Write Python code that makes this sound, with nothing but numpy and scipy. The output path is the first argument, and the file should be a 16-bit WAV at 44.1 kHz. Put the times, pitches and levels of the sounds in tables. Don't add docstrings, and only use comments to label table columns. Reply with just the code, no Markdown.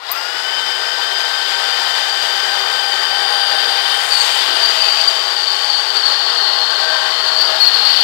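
import sys
import numpy as np
from scipy import signal
from scipy.fft import rfft, irfft, next_fast_len
from scipy.io import wavfile
from scipy.ndimage import uniform_filter1d, minimum_filter1d, map_coordinates

SR = 44100
rng = np.random.default_rng(int(sys.argv[2]) if len(sys.argv) > 2 else 0)


def inscribe(sig):
    pcm = np.round(np.clip(np.atleast_2d(sig).T, -1, 1) * 32767)
    wavfile.write(sys.argv[1], SR, pcm.astype(np.int16))


N = 354123
T = np.arange(N) / SR


def from_db(db):
    return 10 ** (np.asarray(db) / 20)


def rms_one(x):
    return x / np.sqrt(np.mean(x ** 2) + 1e-20)


def in_time(rows):
    s, *columns = np.transpose(rows)
    return [np.interp(T, s, column) for column in columns]


def drift(rate):
    knots = rng.standard_normal(N // 8)
    return rms_one(map_coordinates(knots, [T * rate], order=2, mode="wrap"))


def coloured(x, spectrum):
    hz, db = np.transpose(spectrum)
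    size = next_fast_len(N, True)
    bins = np.maximum(np.arange(size // 2 + 1) * SR / size, 1)
    gain = from_db(np.interp(np.log(bins), np.log(hz), db))
    return rms_one(irfft(rfft(x, size) * gain, size)[:N])


def resonate(x, hz, width):
    r = np.exp(-np.pi * abs(width) / SR)
    return rms_one(signal.lfilter([1, 0, -1], [1, -2 * r * np.cos(2 * np.pi * hz / SR), r * r], x))


def turns(per_s):
    return 2 * np.pi * np.cumsum(per_s) / SR


def phase_walk(width):
    return turns(.5 * width * drift(3 * abs(width)))


def levelled(x, seconds):
    return x / np.sqrt(np.abs(uniform_filter1d(x ** 2, max(int(seconds * SR), 8))) + 1e-9)


GARAGE_T60_S = 0.5


def garage(x, wet_db):
    t = T[:SR // 2]
    tail = rng.standard_normal(len(t)) * from_db(-60 * t / GARAGE_T60_S) * (t > .004)
    return x + from_db(wet_db) * signal.fftconvolve(x, tail / np.linalg.norm(tail))[:N]


TOP_SPEED, START_SPEED, RAMP_PER_S = 387.6, 115, 1500
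CREEP_SPEED, CREEP_S = 130, .165
WAVER_SPEED = 0.3525
GEAR_RATIO = 17.2


def motor_speed():
    creep = TOP_SPEED - CREEP_SPEED * np.exp(-T / CREEP_S)
    return np.minimum(START_SPEED + RAMP_PER_S * T, creep) + WAVER_SPEED * drift(5)


def chips(bite, per_s, spread_db, wet_db):
    born = rng.random(N) < per_s / SR
    sizes = from_db(spread_db * np.minimum(rng.exponential(1, N), 4)) * rng.choice([-1, 1], N)
    return garage(born * sizes * bite, wet_db)


# t/s, frame level/dB, rasp level/dB
CUT_FORCE = [(0.0, -41, -45), (0.09, -33.5, -32.5), (0.15, -30.5, -35.5), (0.44, -29, -32.5),
             (1.49, -28, -28), (2.78, -26.5, -28.5), (2.96, -28, -29.5), (3.01, -26, -28.5),
             (3.92, -26, -25), (4.03, -27.5, -29), (4.39, -26, -23.5), (5.3, -28, -28.5),
             (5.39, -29.5, -28), (5.64, -29.5, -30), (6.48, -26.5, -26.5), (6.66, -27.5, -27),
             (7.31, -26.5, -28.5), (8.0, -27, -23.5)]
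# t/s, hiss level/dB, sizzle control level/dB
TREBLE_LEVELS = [(0.0, -59, -67), (0.11, -41.5, -51.5), (0.4, -39.5, -50.5), (2.22, -35.5, -47),
                 (3.46, -39.5, -49.5), (4.33, -34, -43), (4.53, -36.5, -47), (4.77, -33.5, -45.5),
                 (5.44, -38, -51), (5.64, -37.5, -50), (6.57, -40.5, -56.5), (7.06, -38.5, -52),
                 (7.59, -40, -52), (7.61, -39, -41), (7.7, -39, -51), (7.97, -38, -47)]
# f/Hz, level/dB per Hz
FRAME_BODY = [(25, -39), (75, -48), (160, -27.5), (280, -18), (420, -4.5), (620, -1), (800, 5), (1000, 2.5),
              (1450, 4.5), (1900, 2.5), (2200, -8), (2700, -26), (4000, -29)]
# f/Hz, width/Hz, level/dB relative to the body
FRAME_MODES = [(119.4, 6.6, -49.5), (237, 32, -47), (387, 15, -29.5), (477, 16, -31.5), (635, 26, -25.5),
               (813, 36, -15.5), (1650, 29, -31), (1936, 38, -40)]
# f/Hz, level/dB per Hz
RASP_SPECTRUM = [(1800, -51), (2700, -5.5), (2880, 0), (3200, -1), (3600, 3.5), (3950, -0.5), (4600, 0.5),
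                 (5100, -3), (5600, -12), (6500, -36)]
# f/Hz, level/dB per Hz
GROWL_SPECTRUM = [(1400, -43), (1950, 8), (2100, 6), (2280, 4), (2480, 8.5), (2680, -1.5), (2850, 6),
                  (3100, 4.5), (3800, -26)]
# f/Hz, level/dB per Hz
HISS_SPECTRUM = [(3500, -21), (5000, 7.5), (5700, 4), (6500, 1.5), (8200, 1), (9400, -8.5), (11000, -32),
                 (16000, -35)]
# f/Hz, level/dB per Hz
SIZZLE_SPECTRUM = [(7000, -14), (9500, 8), (12500, 7), (14000, 6), (16000, -14)]
GROWL_DB, GROWL_FOLLOWS = -32, 0.8
SIZZLE_DB, SIZZLE_FOLLOWS = -50, 1.6


def grinding(speed):
    frame_db, rasp_db = in_time(CUT_FORCE)
    hiss_db, control_db = in_time(TREBLE_LEVELS)
    swing_db = control_db - np.median(control_db)
    growl_db = GROWL_DB + GROWL_FOLLOWS * swing_db
    sizzle_db = SIZZLE_DB + SIZZLE_FOLLOWS * swing_db

    rotor = turns(speed)
    spindle = rotor / GEAR_RATIO
    spindle_db = 0.3 * np.sin(spindle) + 0.29 * np.sin(2 * spindle)
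    bite = from_db(spindle_db + 0.48 * np.sin(rotor) + 0.67 * drift(30))

    blows = chips(bite, per_s=7000, spread_db=2.5, wet_db=-6.5)
    frame = coloured(blows, FRAME_BODY)
    for hz, width, db in FRAME_MODES:
        frame = frame + from_db(db) * resonate(blows, hz, width)

    scrapes = chips(bite, per_s=9000, spread_db=3.5, wet_db=-8)
    chatter = from_db(np.clip(hiss_db + 39, 0, 9) * 0.073 * drift(130))
    dense_clicks = chips(bite * chatter, per_s=14000, spread_db=2.5, wet_db=-8.5)

    ringing = from_db(frame_db + 1.08) * frame
    rasp = from_db(rasp_db + 3.5) * coloured(scrapes, RASP_SPECTRUM)
    growl = from_db(growl_db) * coloured(dense_clicks, GROWL_SPECTRUM)
    hiss = from_db(hiss_db + 2.5) * coloured(dense_clicks, HISS_SPECTRUM)
    sizzle = from_db(sizzle_db) * coloured(scrapes, SIZZLE_SPECTRUM)
    return ringing + rasp + growl + hiss + sizzle


# t/s of the middle, length/s
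DROPOUTS = [(0.818, .11), (.97, .09), (1.31, .07), (1.49, 0.057), (1.7, 0.049), (1.827, 0.048),
            (2.53, 0.062), (3.3, 0.097), (3.53, 0.074), (4.161, 0.077), (4.44, .08), (5.348, 0.15),
            (5.85, .1), (6.24, 0.073), (6.85, .1), (7.66, .09)]
DROPOUT_DB = -7
PULSE_HZ, PULSE_SPREAD_HZ, PULSE_DEPTH = 8.7, 7.8, 0.2


def pulsing():
    wave = np.sin(2 * np.pi * PULSE_HZ * T + phase_walk(PULSE_SPREAD_HZ))
    light = 1 - PULSE_DEPTH * np.maximum(wave, 0) ** 2
    gone = sum(np.exp(-2 * (2 * (T - s) / length) ** 2) for s, length in DROPOUTS)
    return light * from_db(DROPOUT_DB * gone)


# t/s, 4th order level/dB, 8th order level/dB
WHINE_LEVELS = [(0, -58, -45), (.1, -30.5, -45), (.24, -33, -38), (.42, -32, -34.5), (.52, -32.5, -28),
                (.9, -30.5, -31), (2.7, -31, -30.5), (3.3, -29.5, -29), (3.8, -32, -29.5),
                (3.95, -30, -25.5), (4.12, -37.5, -36), (4.35, -33, -28.5), (4.63, -32.5, -29.5),
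                (4.85, -39.5, -31), (5.7, -37.5, -33.5), (6.6, -39, -35), (6.93, -29.5, -34),
                (7.1, -42, -32), (7.75, -39, -38.5), (8.03, -34, -27.5)]
# multiple of motor speed, level/dB relative to 4th order, width/Hz
GEAR_TONES = [(3, -25, 8.2), (4.652, -7, 12), (7.408, -26, 7.2), (9.235, -6.5, 32), (12, -22, 14)]


def whine(speed):
    fourth_db, eighth_db = in_time(WHINE_LEVELS)
    load = np.sin(turns(speed) / GEAR_RATIO)
    rotor = turns(speed * (1 + 0.0014 * drift(22) + 0.0047 * load))
    fourth = levelled(garage(np.sin(4 * rotor), wet_db=-6), seconds=0.12)
    flutter = from_db(1.9 * drift(70) + 1.3 * load)
    eighth = levelled(garage(np.sin(8 * rotor) * flutter, wet_db=-7), seconds=.04)
    gears = np.zeros(N)
    for multiple, db, width in GEAR_TONES:
        gears += np.sqrt(2) * from_db(db) * np.sin(multiple * rotor + phase_walk(width))
    gears = gears * from_db(1.3 * drift(25) + 2.7 * load) * (speed / speed.max()) ** 10
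    return from_db(fourth_db + 1.25) * (fourth + gears) + from_db(eighth_db + 4.0) * pulsing() * eighth


# t/s, level/dB
SQUEAL_LEVEL = [(0, -66), (.11, -32), (.55, -28), (1.8, -27.5), (3.0, -25), (3.65, -21.5), (3.95, -28.5),
                (4.09, -34), (4.3, -24), (5.25, -24), (5.45, -21.5), (6.65, -19.5), (7.08, -24.5),
                (7.3, -18.5), (7.55, -22.5), (7.75, -17.5), (8.03, -17.5)]
# t/s, f/Hz
SQUEAL_PITCH = [(0, 4955), (1.0, 4870), (1.9, 4735), (3.6, 4715), (4.1, 4660), (5.15, 4670), (5.45, 4560),
                (5.85, 4590), (6.3, 4490), (6.95, 4590), (7.3, 4450), (7.55, 4540), (8.03, 4430)]
# t/s, length/s, level/dB, f/Hz
GRABS = [(4.107, 0.13, -17.5, 4560), (4.618, .09, -18, 4650), (4.806, .125, -18, 4634),
         (4.98, 0.0598, -16.5, 4640), (5.691, .08, -18.5, 4525), (5.955, .185, -18.5, 4485),
         (6.342, .14, -17.5, 4360), (7.381, .09, -14.5, 4643), (7.616, .07, -12.5, 4340),
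         (7.859, .07, -14, 4550), (8.012, .05, -14, 4415)]
GRAB_ATTACK_S, GRAB_RELEASE_S = 0.00802, .025
STEADY_HZ, SCATTER_HZ, SCATTER_PER_HZ, MAX_SCATTER_HZ = 4720, 47.76, 0.511, 148.9


def squeal_controls():
    (level_db,), (pitch,) = in_time(SQUEAL_LEVEL), in_time(SQUEAL_PITCH)
    for s, length, db, hz in GRABS:
        corners = [s - GRAB_ATTACK_S, s, s + length, s + length + GRAB_RELEASE_S]
        grip = np.interp(T, corners, [0, 1, 1, 0])
        level_db = level_db + grip * (db - level_db)
        pitch = pitch + grip * (hz - pitch)
    scatter = np.minimum(SCATTER_HZ + SCATTER_PER_HZ * np.abs(pitch - STEADY_HZ), MAX_SCATTER_HZ)
    return level_db + 1.15 * drift(28), pitch, scatter


# f/Hz, width/Hz, level/dB relative to the stick-slip tone
BIT_MODES = [(4315, 47, -12), (4520, 30, -13), (4665, 23, -4.5)]


def squeal(speed):
    level_db, pitch, scatter = squeal_controls()
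    spindle = turns(speed) / GEAR_RATIO
    spindle_db = 0.5 * np.sin(2 * spindle) + 2.9 * np.sin(4 * spindle)
    bursts = from_db(4.4 * drift(260) + 1.5 * drift(70) + spindle_db)
    jittered_pitch = pitch + scatter * (drift(500) + 0.402 * drift(60))
    sticking = rms_one(bursts * np.sin(turns(jittered_pitch)))
    ringing = sum(from_db(db) * resonate(sticking, hz, width) for hz, width, db in BIT_MODES)
    return from_db(level_db - 0.15) * levelled(garage(sticking + ringing, wet_db=4.5), seconds=0.06)


# t/s, length/s, f/Hz, peak level/dB before the echo
SHRIEKS = [(4.121, .016, 4580, -15), (4.151, 0.012, 4520, -13), (4.632, 0.035, 4660, -12),
           (4.818, 0.0081, 4684, -9.5), (5.074, 0.019, 4670, -8), (5.964, .018, 4500, -12.5),
           (6.053, 0.017, 4500, -10.5), (7.603, 0.0096, 4345, -9), (7.623, 0.018, 4300, -6.5),
           (7.655, .006, 4380, -15), (7.67, 0.0084, 4340, -6)]


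def shrieks():
    out, waver = np.zeros(N), phase_walk(70)
    for s, length, hz, db in SHRIEKS:
        at = (T > s - .003) & (T < s + length + .003)
        swell = signal.windows.tukey(at.sum(), .55)
        out[at] += from_db(db) * swell * np.sin(2 * np.pi * hz * T[at] + waver[at])
    return garage(out, wet_db=-9.0)


# start t/s, end t/s, f/Hz, width/Hz, level/dB
DRONES = [(0.3, 2.6, 926, 16, -41), (1.3, 3.1, 793, 36, -36), (2.7, 4.2, 802, 24, -30.5),
          (2.8, 4.8, 8920, 110, -42.5), (2.3, 6.8, 9020, 140, -53.5), (2.9, 4.4, 3680, 160, -37),
          (4.27, 4.5, 3490, 250, -28), (4.5, 5.1, 2850, 35, -33), (4.7, 5.05, 2580, 70, -34),
          (4.5, 5.25, 654, 8, -37.5), (5.35, 6.0, 840, 14.5, -36), (6.5, 7.84, 632.6, 13.8, -36.5),
          (6.65, 7.25, 1576, 62, -31.5), (6.9, 7.3, 1052, 39.5, -34.5), (7.6, 8.1, 229, 7.7, -56.5)]


def drones():
    out, swell = np.zeros(N), drift(18)
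    for start, end, hz, width, db in DRONES:
        at = (T > start) & (T < end)
        arch = np.sqrt(np.abs(np.sin(np.pi * (T[at] - start) / (end - start))))
        tone = np.sin(2 * np.pi * hz * T[at] + phase_walk(width)[at])
        out[at] += np.sqrt(2) * from_db(db + 3.0 * swell[at]) * arch * tone
    return out


# f/Hz, width/Hz, level/dB
DEEP_MODES = [(811, 40, -42.5), (1074, 100, -38.5), (1130, 14, -40.5)]
DEEP_FROM_S, DEEP_FADE_S, DEEP_SWELL_DB, DEEP_SWELLS_PER_S = 3.6, 0.54, 2, 2.567


def deep_rubbing():
    depth = np.clip((T - DEEP_FROM_S) / DEEP_FADE_S, 0, 1)
    out = np.zeros(N)
    for hz, width, db in DEEP_MODES:
        swell = from_db(db + DEEP_SWELL_DB * drift(DEEP_SWELLS_PER_S))
        out += swell * np.sin(2 * np.pi * hz * T + phase_walk(width))
    return np.sqrt(2) * depth * out


# t/s, base f/Hz, level/dB
SWARF_PATH = [(3.8, 8340, -80), (3.95, 7550, -38), (4.1, 6832, -36), (4.22, 6250, -31), (4.35, 6730, -33),
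              (4.45, 7510, -43), (4.6, 7940, -78)]


def swarf():
    hz, db = in_time(SWARF_PATH)
    scrape = sum(np.sin(turns(ratio * hz) + phase_walk(750)) for ratio in (1.02, 1.17, 1.3))
    return from_db(db - 2.5 + 2.6 * drift(180)) * scrape


# t/s, level/dB, pitch as a multiple of the spectrum below
THUMPS = [(0.116, -53, .3), (0.345, -41, 1.05), (4.485, -37, 1.0), (4.54, -46, .95), (7.611, -50, .42),
          (8.01, -44, 1.05)]
# f/Hz, level/dB per Hz
THUMP_SPECTRUM = [(30, -13), (110, -9), (220, -9), (320, 12), (450, -4), (900, -27)]


def thumps(t60=0.18):
    out, noise = np.zeros(N), rng.standard_normal(N)
    for s, db, pitch in THUMPS:
        envelope = from_db(db - 60 * np.maximum(T - s, 0) / t60) * (T >= s)
        shifted = [(hz * pitch, level) for hz, level in THUMP_SPECTRUM]
        out += envelope * coloured(noise, shifted)
    return out


CLINK_S = .1155
CLINK_HZ, CLINK_WIDTH_HZ, CLINK_DB, CLINK_T60_S = 13800, 420, -11.5, .06
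CRACK_DB, CRACK_T60_S, CRACK_LOW_HZ = -27, .05, 7000


def clink():
    age, struck = np.maximum(T - CLINK_S, 0), T >= CLINK_S
    tone = np.sin(2 * np.pi * CLINK_HZ * T + phase_walk(CLINK_WIDTH_HZ))
    ring = from_db(CLINK_DB - 60 * age / CLINK_T60_S) * tone
    highpass = signal.butter(2, CRACK_LOW_HZ, "high", fs=SR, output="sos")
    bright = signal.sosfilt(highpass, rng.standard_normal(N))
    crack = from_db(CRACK_DB - 60 * age / CRACK_T60_S) * rms_one(bright)
    return garage(struck * (ring + crack), wet_db=-16)


HUM_DB, HUM_WIDTH_HZ = -48.5, 3


def rotor_hum(speed):
    tone = np.sin(turns(speed) + phase_walk(HUM_WIDTH_HZ))
    return np.sqrt(2) * from_db(HUM_DB) * (speed / TOP_SPEED) ** 10 * tone


# f/Hz, width/Hz (doubled below, for two passes), level/dB
BOXY_MODES = [(226, 25, -68.5), (307, 11, -77), (355, 14, -70.5), (366, 14, -64), (492, 15, -72),
              (547, 22, -61), (645, 25, -82), (708, 25, -72)]


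def boxy_hum():
    frame_db = in_time(CUT_FORCE)[0]
    shaking = rng.standard_normal(N)
    hum = np.zeros(N)
    for hz, width, db in BOXY_MODES:
        once = resonate(shaking, hz, 2 * width)
        hum += from_db(db) * resonate(once, hz, 2 * width)
    return hum * from_db(.7 * (frame_db - np.median(frame_db)))


# f/Hz, level/dB per Hz
FLOOR_SPECTRUM = [(15, 4), (30, -24), (70, -26), (800, -22.5), (3000, -31.5), (8000, -38), (16000, -38)]


def noise_floor():
    return np.array([coloured(rng.standard_normal(N), FLOOR_SPECTRUM) for side in range(2)])


def scene():
    speed = motor_speed()
    drill = grinding(speed) + whine(speed) + squeal(speed) + shrieks()
    drill = drill + drones() + deep_rubbing() + swarf()
    drill = drill + thumps() + clink() + rotor_hum(speed)
    return np.array([from_db(5.5) * drill, boxy_hum()]) + from_db(-61.5) * noise_floor()


CUTOFF_HZ = 15750


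def record(dry):
    ceiling = 1.28
    gain = minimum_filter1d(ceiling / np.maximum(np.abs(dry), ceiling), size=65)
    held = np.clip(dry * uniform_filter1d(gain, size=65), -.98, .98)
    lowpass = signal.ellip(12, .1, 80, CUTOFF_HZ, fs=SR, output="sos")
    return signal.sosfilt(lowpass, held)


dry = scene()
out = record(dry)
inscribe(out)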